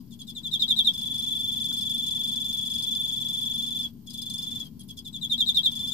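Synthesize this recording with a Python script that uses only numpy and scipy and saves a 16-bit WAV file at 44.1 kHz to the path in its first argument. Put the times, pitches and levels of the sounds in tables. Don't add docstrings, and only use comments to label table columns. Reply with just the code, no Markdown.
import sys
import numpy as np
from scipy import signal
from scipy.fft import rfft, irfft, next_fast_len
from scipy.io import wavfile
from scipy.ndimage import uniform_filter1d

SR = 44100
rng = np.random.default_rng(int(sys.argv[2]) if len(sys.argv) > 2 else 0)


def dump(signal):
    limited = np.clip(np.atleast_2d(signal).T, -1, 1)
    pcm = np.round(limited * 32767).astype(np.int16)
    wavfile.write(sys.argv[1], SR, pcm)


def invert_db(x):
    u = np.asarray(x, float) / 20
    return 10 ** u


N = 261513

# pitch_hz, density_db (per Hz)
FAN_RUSH, FAN_RUSH_DB = [(15, -57.5), (25, -34), (59, -6.5), (208, -4.5), (234, -0.5), (345, -18.5),
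                         (410, -25), (764, -29.5), (1040, -26.5), (1150, -38.5), (1760, -39.5), (2600, -30),
                         (3380, -17.5), (5720, -120)], -48
# pitch_hz, density_db (per Hz)
MIC_HISS, MIC_HISS_DB = [(2800, -9), (4500, 6.5), (5800, 1), (7000, -2.5), (8600, -5), (12000, -0.5),
                         (14000, 2), (15800, -12.5)], -50
# pitch_hz, likeness (0 to 1)
LIKENESS = [(60, 0.82), (200, 0.88), (550, 0.29), (1650, 0.03), (4970, 0.029), (15000, 0.098)]
# pitch_hz, left_over_right_db
LEAN = [(60, 2.5), (130, 7.5), (290, 8), (640, -1.5), (1410, 12.5), (3100, -5.5), (8600, 7), (10600, -0.5)]
# multiple (of the shaft rate), level_db
SHAFT_ORDERS = [(2, -89), (3, -58.5), (4, -55), (5, -53.5), (6, -50), (7, -59.5), (10.63, -69.5),
                (16.8, -77.5), (21, -75.5), (22.4, -75.5), (24, -72.5), (27, -69.5)]
SHAFT_HZ = 38.78
WHINE_HZ, WHINE_SWING_HZ, WHINE_DB = 14040, 198, -64

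# start_s, level_db, pitch_hz
TICKS = [
    (0.079, -60, 5000),
    (0.296, -61, 1460),
    (1.718, -43.5, 1420),
    (4.666, -69, 1500),
    (4.797, -39, 10340),
    (4.81, -33.5, 10100),
    (4.837, -41, 10200),
    (4.882, -48, 10500),
]

# start_s, effort_db, scrape_db, first_pitch_hz, length_s
CHIRPS = [(0.108, -52, -60.5, 3800, 0.03666), (0.191, -41, -57.5, 3520, .032),
          (.270, -40.5, -55, 3950, 0.0385), (0.351, -37, -61.5, 4000, 0.039),
          (0.434, -32, -64, 3900, 0.046), (0.514, -26.5, -54.5, 3740, .050), (0.595, -22, -53, 3790, .051),
          (0.68, -21, -53.5, 3790, .050), (.763, -21, -54.5, 3790, .052), (.846, -20, -55, 3780, .051),
          (4.794, -48.5, -61, 3360, 0.026), (4.886, -41.5, -55.5, 3500, 0.029),
          (4.97, -39, -51.5, 3520, .024), (5.048, -38.5, -54.5, 3800, .037),
          (5.130, -36, -62, 3920, 0.0413), (5.214, -29, -59.5, 3950, 0.043),
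          (5.298, -24.5, -56.5, 3720, 0.051), (5.379, -22, -56.5, 3790, 0.053),
          (5.462, -22.5, -51.5, 3810, .045), (5.545, -20.5, -50, 3780, 0.053),
          (5.632, -21, -53.5, 3800, .051)]
# start_s, effort_db, pitch_hz, scrape_db
TRILL_LONG = [(0.933, -31, 3452, -55.5), (0.9725, -30, 3463, -50), (1.009, -28.5, 3456, -54),
              (1.0493, -27, 3456, -52.5), (1.0931, -27.5, 3457, -64), (1.1353, -26.5, 3453, -55),
              (1.1756, -27, 3458, -54.5), (1.2173, -27.5, 3465, -52.5), (1.2607, -27, 3468, -51.5),
              (1.3023, -25.5, 3456, -53), (1.344, -26, 3460, -52), (1.3869, -26, 3465, -51.5),
              (1.4283, -26.5, 3472, -56), (1.4716, -25, 3470, -56), (1.512, -27.5, 3467, -55),
              (1.5546, -27, 3466, -53), (1.595, -26, 3466, -57), (1.6376, -26, 3466, -50.5),
              (1.6808, -25.5, 3447, -52), (1.722, -27, 3472, -49.5), (1.763, -26, 3457, -50),
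              (1.805, -26.5, 3468, -47.5), (1.8489, -25.5, 3454, -55.5), (1.8897, -24.5, 3454, -51),
              (1.9339, -25, 3466, -53.5), (1.977, -25.5, 3450, -52), (2.0175, -27.5, 3480, -54.5),
              (2.059, -26.5, 3460, -51.5), (2.1023, -26, 3460, -51), (2.144, -25.5, 3463, -53.5),
              (2.186, -25.5, 3455, -56),
              (2.229, -25.5, 3464, -53.5), (2.2693, -26, 3463, -50), (2.312, -27, 3469, -49),
                 (2.354, -26.5, 3464, -54), (2.3946, -26.5, 3460, -53), (2.4401, -27.5, 3482, -51),
                 (2.4811, -27.5, 3462, -53), (2.5236, -26, 3460, -50.5), (2.5662, -26, 3433, -52),
                 (2.607, -27, 3440, -64), (2.648, -28, 3450, -50.5), (2.693, -27, 3440, -51.5),
                 (2.733, -26.5, 3436, -49.5), (2.7758, -27, 3464, -52.5), (2.8205, -26.5, 3445, -46.5),
                 (2.861, -25.5, 3463, -53), (2.904, -24.5, 3466, -55), (2.9468, -25.5, 3482, -55),
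                 (2.9882, -25.5, 3465, -59), (3.0306, -26, 3462, -54.8), (3.0712, -26.5, 3430, -54),
                 (3.1125, -26, 3457, -55), (3.1567, -27.5, 3466, -54.5), (3.2, -27, 3460, -50),
                 (3.24, -26.5, 3440, -56), (3.2797, -27, 3470, -53.5), (3.324, -26, 3460, -52),
                 (3.3648, -27, 3468, -53), (3.4047, -26.5, 3452, -52), (3.449, -26, 3456, -52),
                 (3.491, -26.5, 3456, -55), (3.5314, -26.5, 3457, -55.5), (3.575, -25.5, 3456, -54.5),
                 (3.6184, -27.5, 3472, -52), (3.6592, -29.5, 3466.0, -53.5), (3.701, -28.5, 3467, -54),
                 (3.7427, -27, 3469, -55), (3.7848, -27, 3485, -49.5), (3.825, -28, 3392, -55.5)]
# start_s, effort_db, pitch_hz, scrape_db
TRILL_LOOSE = [(4.0631, -41, 3376, -62), (4.0961, -46.5, 3426, -53), (4.132, -36.5, 3436, -50),
               (4.1712, -33, 3428, -52.5), (4.2134, -34.5, 3463, -51.5), (4.2537, -32.8, 3445, -55.5),
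               (4.2935, -33, 3456, -51), (4.3299, -32, 3455, -54), (4.3764, -32, 3467, -53.1),
               (4.4178, -33, 3460, -50.5), (4.4577, -33, 3457, -60), (4.504, -33, 3468, -54),
               (4.5456, -32.5, 3465, -56), (4.5896, -32, 3386, -53.5), (4.644, -49, 3213, -59)]
# start_s, effort_db, pitch_hz, scrape_db
TRILL_RETURN = [
    (5.711, -32, 3470, -54),
    (5.749, -30, 3446, -51),
    (5.788, -29.5, 3497, -56),
    (5.8269, -28, 3473, -55.5),
    (5.868, -28.5, 3480, -49.5),
    (5.91, -26.5, 3530, -51.5),
]
RELEASES_EARLY = [1.0012, 1.0417, 1.082, 1.1264, 1.166, 1.208, 1.2496, 1.2922, 1.3353, 1.3762, 1.4182,
                  1.4606, 1.5024, 1.5448, 1.5872, 1.629, 1.6697, 1.7122, 1.754, 1.7956, 1.8373, 1.879,
                  1.9218, 1.9652, 2.0082, 2.05, 2.0928, 2.134, 2.1751, 2.2182, 2.2606, 2.302, 2.344, 2.385,
                  2.4281, 2.4699, 2.5145, 2.5556, 2.601, 2.6419, 2.6825, 2.7263]
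RELEASES_LATE = [2.7677, 2.8088, 2.8513, 2.8941, 2.9358, 2.977, 3.0204, 3.0605, 3.105, 3.147, 3.188, 3.2302,
                 3.2723, 3.3144, 3.3566, 3.3973, 3.4422, 3.481, 3.523, 3.565, 3.6085, 3.6495, 3.6923, 3.734,
                 3.7769, 3.8174, 3.8591, 4.2406, 4.2837, 4.3234, 4.365, 4.4069, 4.4484, 4.491, 4.5353,
                 4.578, 4.624, 5.74, 5.7797, 5.8184, 5.859, 5.9014]

# share_of_length, tone_db, share_of_glide_left, scrape_db
HARD_SHAPE = [(0, -35, 1, -1.5), (.055, -10, 1, -5.5), (.2, -10.5, 0.81, -8), (.33, -5.5, 0.95, -2.5),
              (.41, -2.5, 0.87, -14), (.46, -3, 0.92, 7.5), (.6, -1, .72, -3), (.92, -1.5, 0.23, -8.5),
              (1, -25.5, 0.17, -15)]
# share_of_length, tone_db, share_of_glide_left, scrape_db
SOFT_SHAPE = [(0, -25.5, 0.94, -4), (0.07, -12.5, 0.96, -6), (.3, -9.5, 0.48, -8), (.5, -2, 0.38, -14),
              (.75, -2, .22, -3), (.92, 1, 0.083, -1), (1, -29.5, 0.012, -0.5)]
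# share_of_length, tone_db, share_of_glide_left, scrape_db
TRILL_SHAPE = [(0, -29.5, 1.5, -8), (0.14, -17, 1.13, 0.5), (0.4, -4.5, 0.6, -5.5), (.65, -3, 0, -8.5),
               (.88, -2.5, -1, -10), (1, -8.5, -3.5, -14.5)]
# share_of_length, tone_db, share_of_glide_left, scrape_db
LOOSE_SHAPE = [(0, -31, 1, -6), (0.2, -18, 1, 1.5), (0.33, -13, 1.8, -1.5), (.4, -1.5, .5, -4.5),
               (.65, -2.5, 1, -12), (.88, -3.5, -1, -12), (1, -10, -3, -20)]
TRILL_S, TRILL_GLIDE_HZ = 0.03, 45.2
HARD_DB, FULL_S = -27.5, 0.051
LAST_HZ, SOFT_LAST_HZ = 3136, 3322
WEAK_SAG_HZ_PER_DB = 6.5
HOOK_HZ, HOOK_S = 333, 0.005
SCRAPE_DELAY_S = 0.002

# pitch_hz, width_hz
MEMBRANE = (3520, 750)
# multiple, level_db, growth (dB per dB of effort)
OVERTONES = [(2, -23, 0.54), (3, -25.5, 0.96), (4, -21.5, 0.75)]
# pitch_hz, width_hz, level_db
WING_CELLS = [(6970, 160, 5), (10400, 160, 3)]
# pitch_hz, density_db (per Hz)
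SCRAPE = [(2200, -22), (2900, -1), (3600, 5), (4900, -2.5), (6200, 4), (7900, -8), (8800, 3), (11500, -8),
          (13500, -0.5), (15800, -12)]
# pitch_hz, width_hz, level_db
RASP_MODES = [(3950, 130, -20), (4972, 136, 1), (5510, 108, -10.5), (9060, 380, -8.5), (10850, 120, -2),
              (13400, 220, -10.5)]
BLUR_FROM_DB, BLUR_SINK, BLUR_FLICKER = -27, 0.9, 0.5
FLICKER_DB, FLICKER_HZ = 4, 110
SPLIT_HZ = 11000

# delay_s, level_db
LEFT_ECHOES = [(0.00025, -5.8), (0.00098, -7.9), (0.00189, -5.2), (0.00306, -5.8), (0.00437, -19.3),
               (0.00556, -11.5), (0.00685, -10.7), (0.00785, -14.0), (0.00913, -25.4), (0.01065, -14.8),
               (0.01159, -19.6), (0.01269, -18.1), (0.01471, -12.2), (0.01617, -17.7), (0.01801, -16.4),
               (0.019, -20.8), (0.02044, -19.5), (0.02334, -16.6), (0.02451, -24.8), (0.02598, -19.7)]
WALL_ECHOES = LEFT_ECHOES, [(0.003, -0.1), (0.00408, -20.3), (0.00543, -9.7), (0.00735, -12.5),
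               (0.00929, -7.8), (0.01065, -20.4), (0.01402, -20.4), (0.0165, -19.0), (0.01869, -16.7),
               (0.02616, -18.5)]
TRAVEL_S = 0.003
# left_db, right_db
TAIL_DB = [-13, -16]
# pitch_hz, decay_s
TAIL_T60 = [(2000, 0.037), (4000, 0.11), (6000, 0.087), (15000, 0.012)]
TREBLE_T60_S = 0.091
# left_db, right_db
TREBLE_DB = [10, 1.5]
# pitch_hz, left_db, right_db
BEARING = [(3720, 1, -0.5), (3790, 8.5, -2), (6620, -12, 0), (7090, 1, -8.5), (9760, -5, -19),
           (10520, -23.5, 8), (12500, 1.5, -1), (13860, -12, -1)]

SHUT_DB, SHUT_BELOW_DB, OPEN_ABOVE_DB = -4.5, -60.5, -22.5
LISTEN_S, OPENS_DB_PER_S, SHUTS_DB_PER_S = 0.021, 7.5, 74
# pitch_hz, level_db
TOP_FALL = [(20, 1), (14350, -2), (14750, -5), (15300, -10), (16000, -16)]
TOP_HZ, TOP_OPENS_DB, TOP_HOLD_S = 14570, -70, 0.0225


def evened(x):
    return x / np.sqrt(np.mean(x ** 2) + 1e-20)


def read(points, hz):
    f, value = np.transpose(points)
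    return np.interp(np.log(hz + 1), np.log(f + 1), value)


def colour(x, points):
    size = next_fast_len(x.shape[-1] + 4096)
    gain = invert_db(read(points, np.fft.rfftfreq(size, 1 / SR)))
    return irfft(rfft(x, size) * gain, size)[..., :x.shape[-1]]


def wander(hz):
    smooth = signal.butter(2, hz, fs=SR / 16, output="sos")
    coarse = signal.sosfiltfilt(smooth, rng.standard_normal(N // 16 + 2))
    return np.interp(np.arange(N) / 16, np.arange(len(coarse)), evened(coarse))


def resonate(x, hz, width):
    r = np.exp(-np.pi * width / SR)
    spin = np.exp(2j * np.pi * hz * np.arange(N) / SR)
    return 2 * (spin * signal.lfilter([1 - r], [1, -r], x / spin)).real


def air():
    size = next_fast_len(N)
    left, other = rfft(rng.standard_normal((2, size)))
    same = np.clip(read(LIKENESS, np.fft.rfftfreq(size, 1 / SR)), 0, 1)
    right = same * left + np.sqrt(1 - same ** 2) * other
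    pair = irfft([left, right], size)[:, :N]
    rush = invert_db(FAN_RUSH_DB) * evened(colour(pair, FAN_RUSH))
    hiss = invert_db(MIC_HISS_DB) * evened(colour(pair, MIC_HISS))
    return rush + hiss


def motor():
    turn = 2 * np.pi * np.cumsum(SHAFT_HZ * (1 + 0.00437 * wander(3.9))) / SR
    hum = np.zeros(N)
    for multiple, db in SHAFT_ORDERS:
        hum += invert_db(db + 1.0 + 1.0 * wander(5.6)) * np.sin(multiple * turn + 7 * rng.random())
    sweep_hz = WHINE_HZ + WHINE_SWING_HZ * wander(40.14) + 120 * wander(599)
    whine_turn = 2 * np.pi * np.cumsum(sweep_hz) / SR
    whine = [invert_db(WHINE_DB - 2.5 + 4.9 * wander(96)) * np.sin(whine_turn + side) for side in range(2)]
    return hum, np.array(whine)


def feet():
    out, t = np.zeros(N), np.arange(600) / SR
    for start, db, hz in TICKS:
        out[round(start * SR):][:600] += invert_db(db - 60 * t / 0.015) * np.sin(2 * np.pi * hz * t)
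    return out


def held(start):
    wait = np.concatenate([np.ravel(RELEASES_EARLY), np.ravel(RELEASES_LATE)]) - start
    return min(wait[(wait > 0.018) & (wait < 0.041)], default=TRILL_S)


def strokes():
    plan = []
    for start, db, scrape, first, length in CHIRPS:
        if db > HARD_DB:
            plan.append((start, db, scrape, first, LAST_HZ, length, FULL_S, HOOK_HZ, HARD_SHAPE))
        else:
            last = SOFT_LAST_HZ + WEAK_SAG_HZ_PER_DB * min(db + 38, 0)
            plan.append((start, db, scrape, first, last, length, length, 0, SOFT_SHAPE))
    firm = TRILL_LONG + TRILL_RETURN
    for rows, shape in [(firm, TRILL_SHAPE), (TRILL_LOOSE, LOOSE_SHAPE)]:
        for start, db, last, scrape in rows:
            length = held(start)
            plan.append((start, db, scrape, last + TRILL_GLIDE_HZ, last, length, length, 0, shape))

    tone_db, scrape_db = np.full(N, -120.), np.full(N, -120.)
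    hz = np.full(N, MEMBRANE[0], float)
    for start, db, scrape, first, last, length, travel, hook, shape in plan:
        at = np.arange(round(start * SR), min(round((start + length) * SR), N))
        share, level, glide, rasp = np.transpose(shape)
        t = at / SR - start
        tone_db[at] = db + np.interp(t / length, share, level)
        hz[at] = last + (first - last) * np.interp(t / travel, share, glide) + hook * np.exp(-t / HOOK_S)
        scrape_db[at] = scrape + np.interp(t / length, share, rasp)
    return tone_db, hz, np.roll(scrape_db, round(SCRAPE_DELAY_S * SR))


def wing_overtones(tone_db, grip_db, turn):
    blur_db = uniform_filter1d(np.maximum(tone_db - BLUR_FROM_DB, 0), size=400)
    over = np.zeros(N)
    for multiple, db, growth in OVERTONES:
        flicker_db = (FLICKER_DB + BLUR_FLICKER * blur_db) * wander(FLICKER_HZ)
        level_db = db + growth * (grip_db + 28) - 28 - BLUR_SINK * blur_db + flicker_db
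        over += invert_db(level_db) * np.sin(multiple * turn)
    return over + sum(invert_db(db) * resonate(over, hz, width) for hz, width, db in WING_CELLS)


def scrape_noise(scrape_db):
    below = [(SPLIT_HZ - 500, 0), (SPLIT_HZ + 500, -40)]
    above = [(SPLIT_HZ - 500, -40), (SPLIT_HZ + 500, 1.5)]
    low = colour(rng.standard_normal(N) * invert_db(5.47 * wander(580)), below)
    high = colour(rng.standard_normal(N) * invert_db(2.8 * wander(450)), above)
    slips = (low + high) * uniform_filter1d(invert_db(scrape_db + 5.0), size=12)
    ringing = sum(invert_db(db + 12.0) * resonate(slips, hz, width) for hz, width, db in RASP_MODES)
    return colour(slips + ringing, SCRAPE)


def cricket():
    tone_db, hz, scrape_db = strokes()
    turn = 2 * np.pi * np.cumsum(hz + 7 * wander(200)) / SR
    grip_db = tone_db + 0.83 * wander(140)
    tone = resonate(invert_db(grip_db) * np.sin(turn), *MEMBRANE)
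    return invert_db(7.0) * tone + wing_overtones(tone_db, grip_db, turn) + scrape_noise(scrape_db)


def tub(x):
    size = SR // 4
    taps = np.zeros((2, size))
    at = np.arange(400, size - 20, 20) + rng.integers(0, 20, (2, (size - 401) // 20))
    np.put_along_axis(taps, at, rng.choice([-1., 1.], at.shape), 1)
    hz, t, z = signal.stft(taps, SR, nperseg=256)
    decay = invert_db(-60 * t / read(TAIL_T60, hz)[:, None])
    tail = signal.istft(z * decay, SR, nperseg=256)[1]
    tail *= invert_db(np.array(TAIL_DB))[:, None] / np.linalg.norm(tail, axis=1, keepdims=True)
    for side, walls in enumerate(WALL_ECHOES):
        for delay, db in walls:
            tail[side] += invert_db(db) * np.sinc(np.arange(tail.shape[1]) - delay * SR)
    treble = colour(tail, [(4100, -40), (4700, 0), (20000, 0)])
    late = abs(np.arange(tail.shape[1]) / SR - TRAVEL_S)
    treble_db = np.array(TREBLE_DB)[:, None] - 60 * late / (TREBLE_T60_S + 2 * late)
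    tail += treble * (invert_db(treble_db) - 1)
    return signal.oaconvolve(x[None], tail, axes=1)[:, round(TRAVEL_S * SR):][:, :N]


def suppressor(song):
    power = abs(uniform_filter1d((song ** 2).mean(0), round(LISTEN_S * SR)))
    heard_db = 10 * np.log10(power + 1e-12)
    wish_db = np.interp(heard_db, [SHUT_BELOW_DB, OPEN_ABOVE_DB], [SHUT_DB, 0])
    fall = np.arange(N) * SHUTS_DB_PER_S / SR
    rise = np.arange(N) * OPENS_DB_PER_S / SR
    held_db = np.maximum.accumulate(wish_db + fall) - fall
    return invert_db(np.minimum.accumulate(held_db - rise) + rise)


def scene():
    hum, whine = motor()
    back = air() + hum
    left = colour(back[0], [(hz, db / 2) for hz, db in LEAN])
    right = colour(back[1], [(hz, -db / 2) for hz, db in LEAN])
    back = np.array([left, right])
    upper = colour(back, [(300, -11.0), (450, 1.0), (600, 5.0), (1500, 6.5), (3000, 7.0), (20000, 6.0)])
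    hz, *sides = np.transpose(BEARING)
    in_tub = tub(cricket() + feet())
    song = np.array([colour(x, np.transpose([hz, db])) for x, db in zip(in_tub, sides)])
    return song + back + upper * (suppressor(song) - 1) + whine


def top_cut(x):
    return signal.sosfilt(signal.butter(12, 15750, fs=SR, output="sos"), x)


def record(dry):
    fade = np.minimum(np.arange(N) / (0.012 * SR), 1)
    heard = colour(dry, TOP_FALL)
    top = colour(heard, [(TOP_HZ - 60, -80), (TOP_HZ + 60, 0)])
    top_power = abs(uniform_filter1d((top ** 2).mean(0), round(TOP_HOLD_S * SR)))
    top_db = 10 * np.log10(top_power + 1e-14)
    heard = heard - top * np.clip((TOP_OPENS_DB - top_db) / 2, 0, 1)
    return top_cut((heard - 0.0013) * fade)


dry = scene()
out = record(dry)
dump(out)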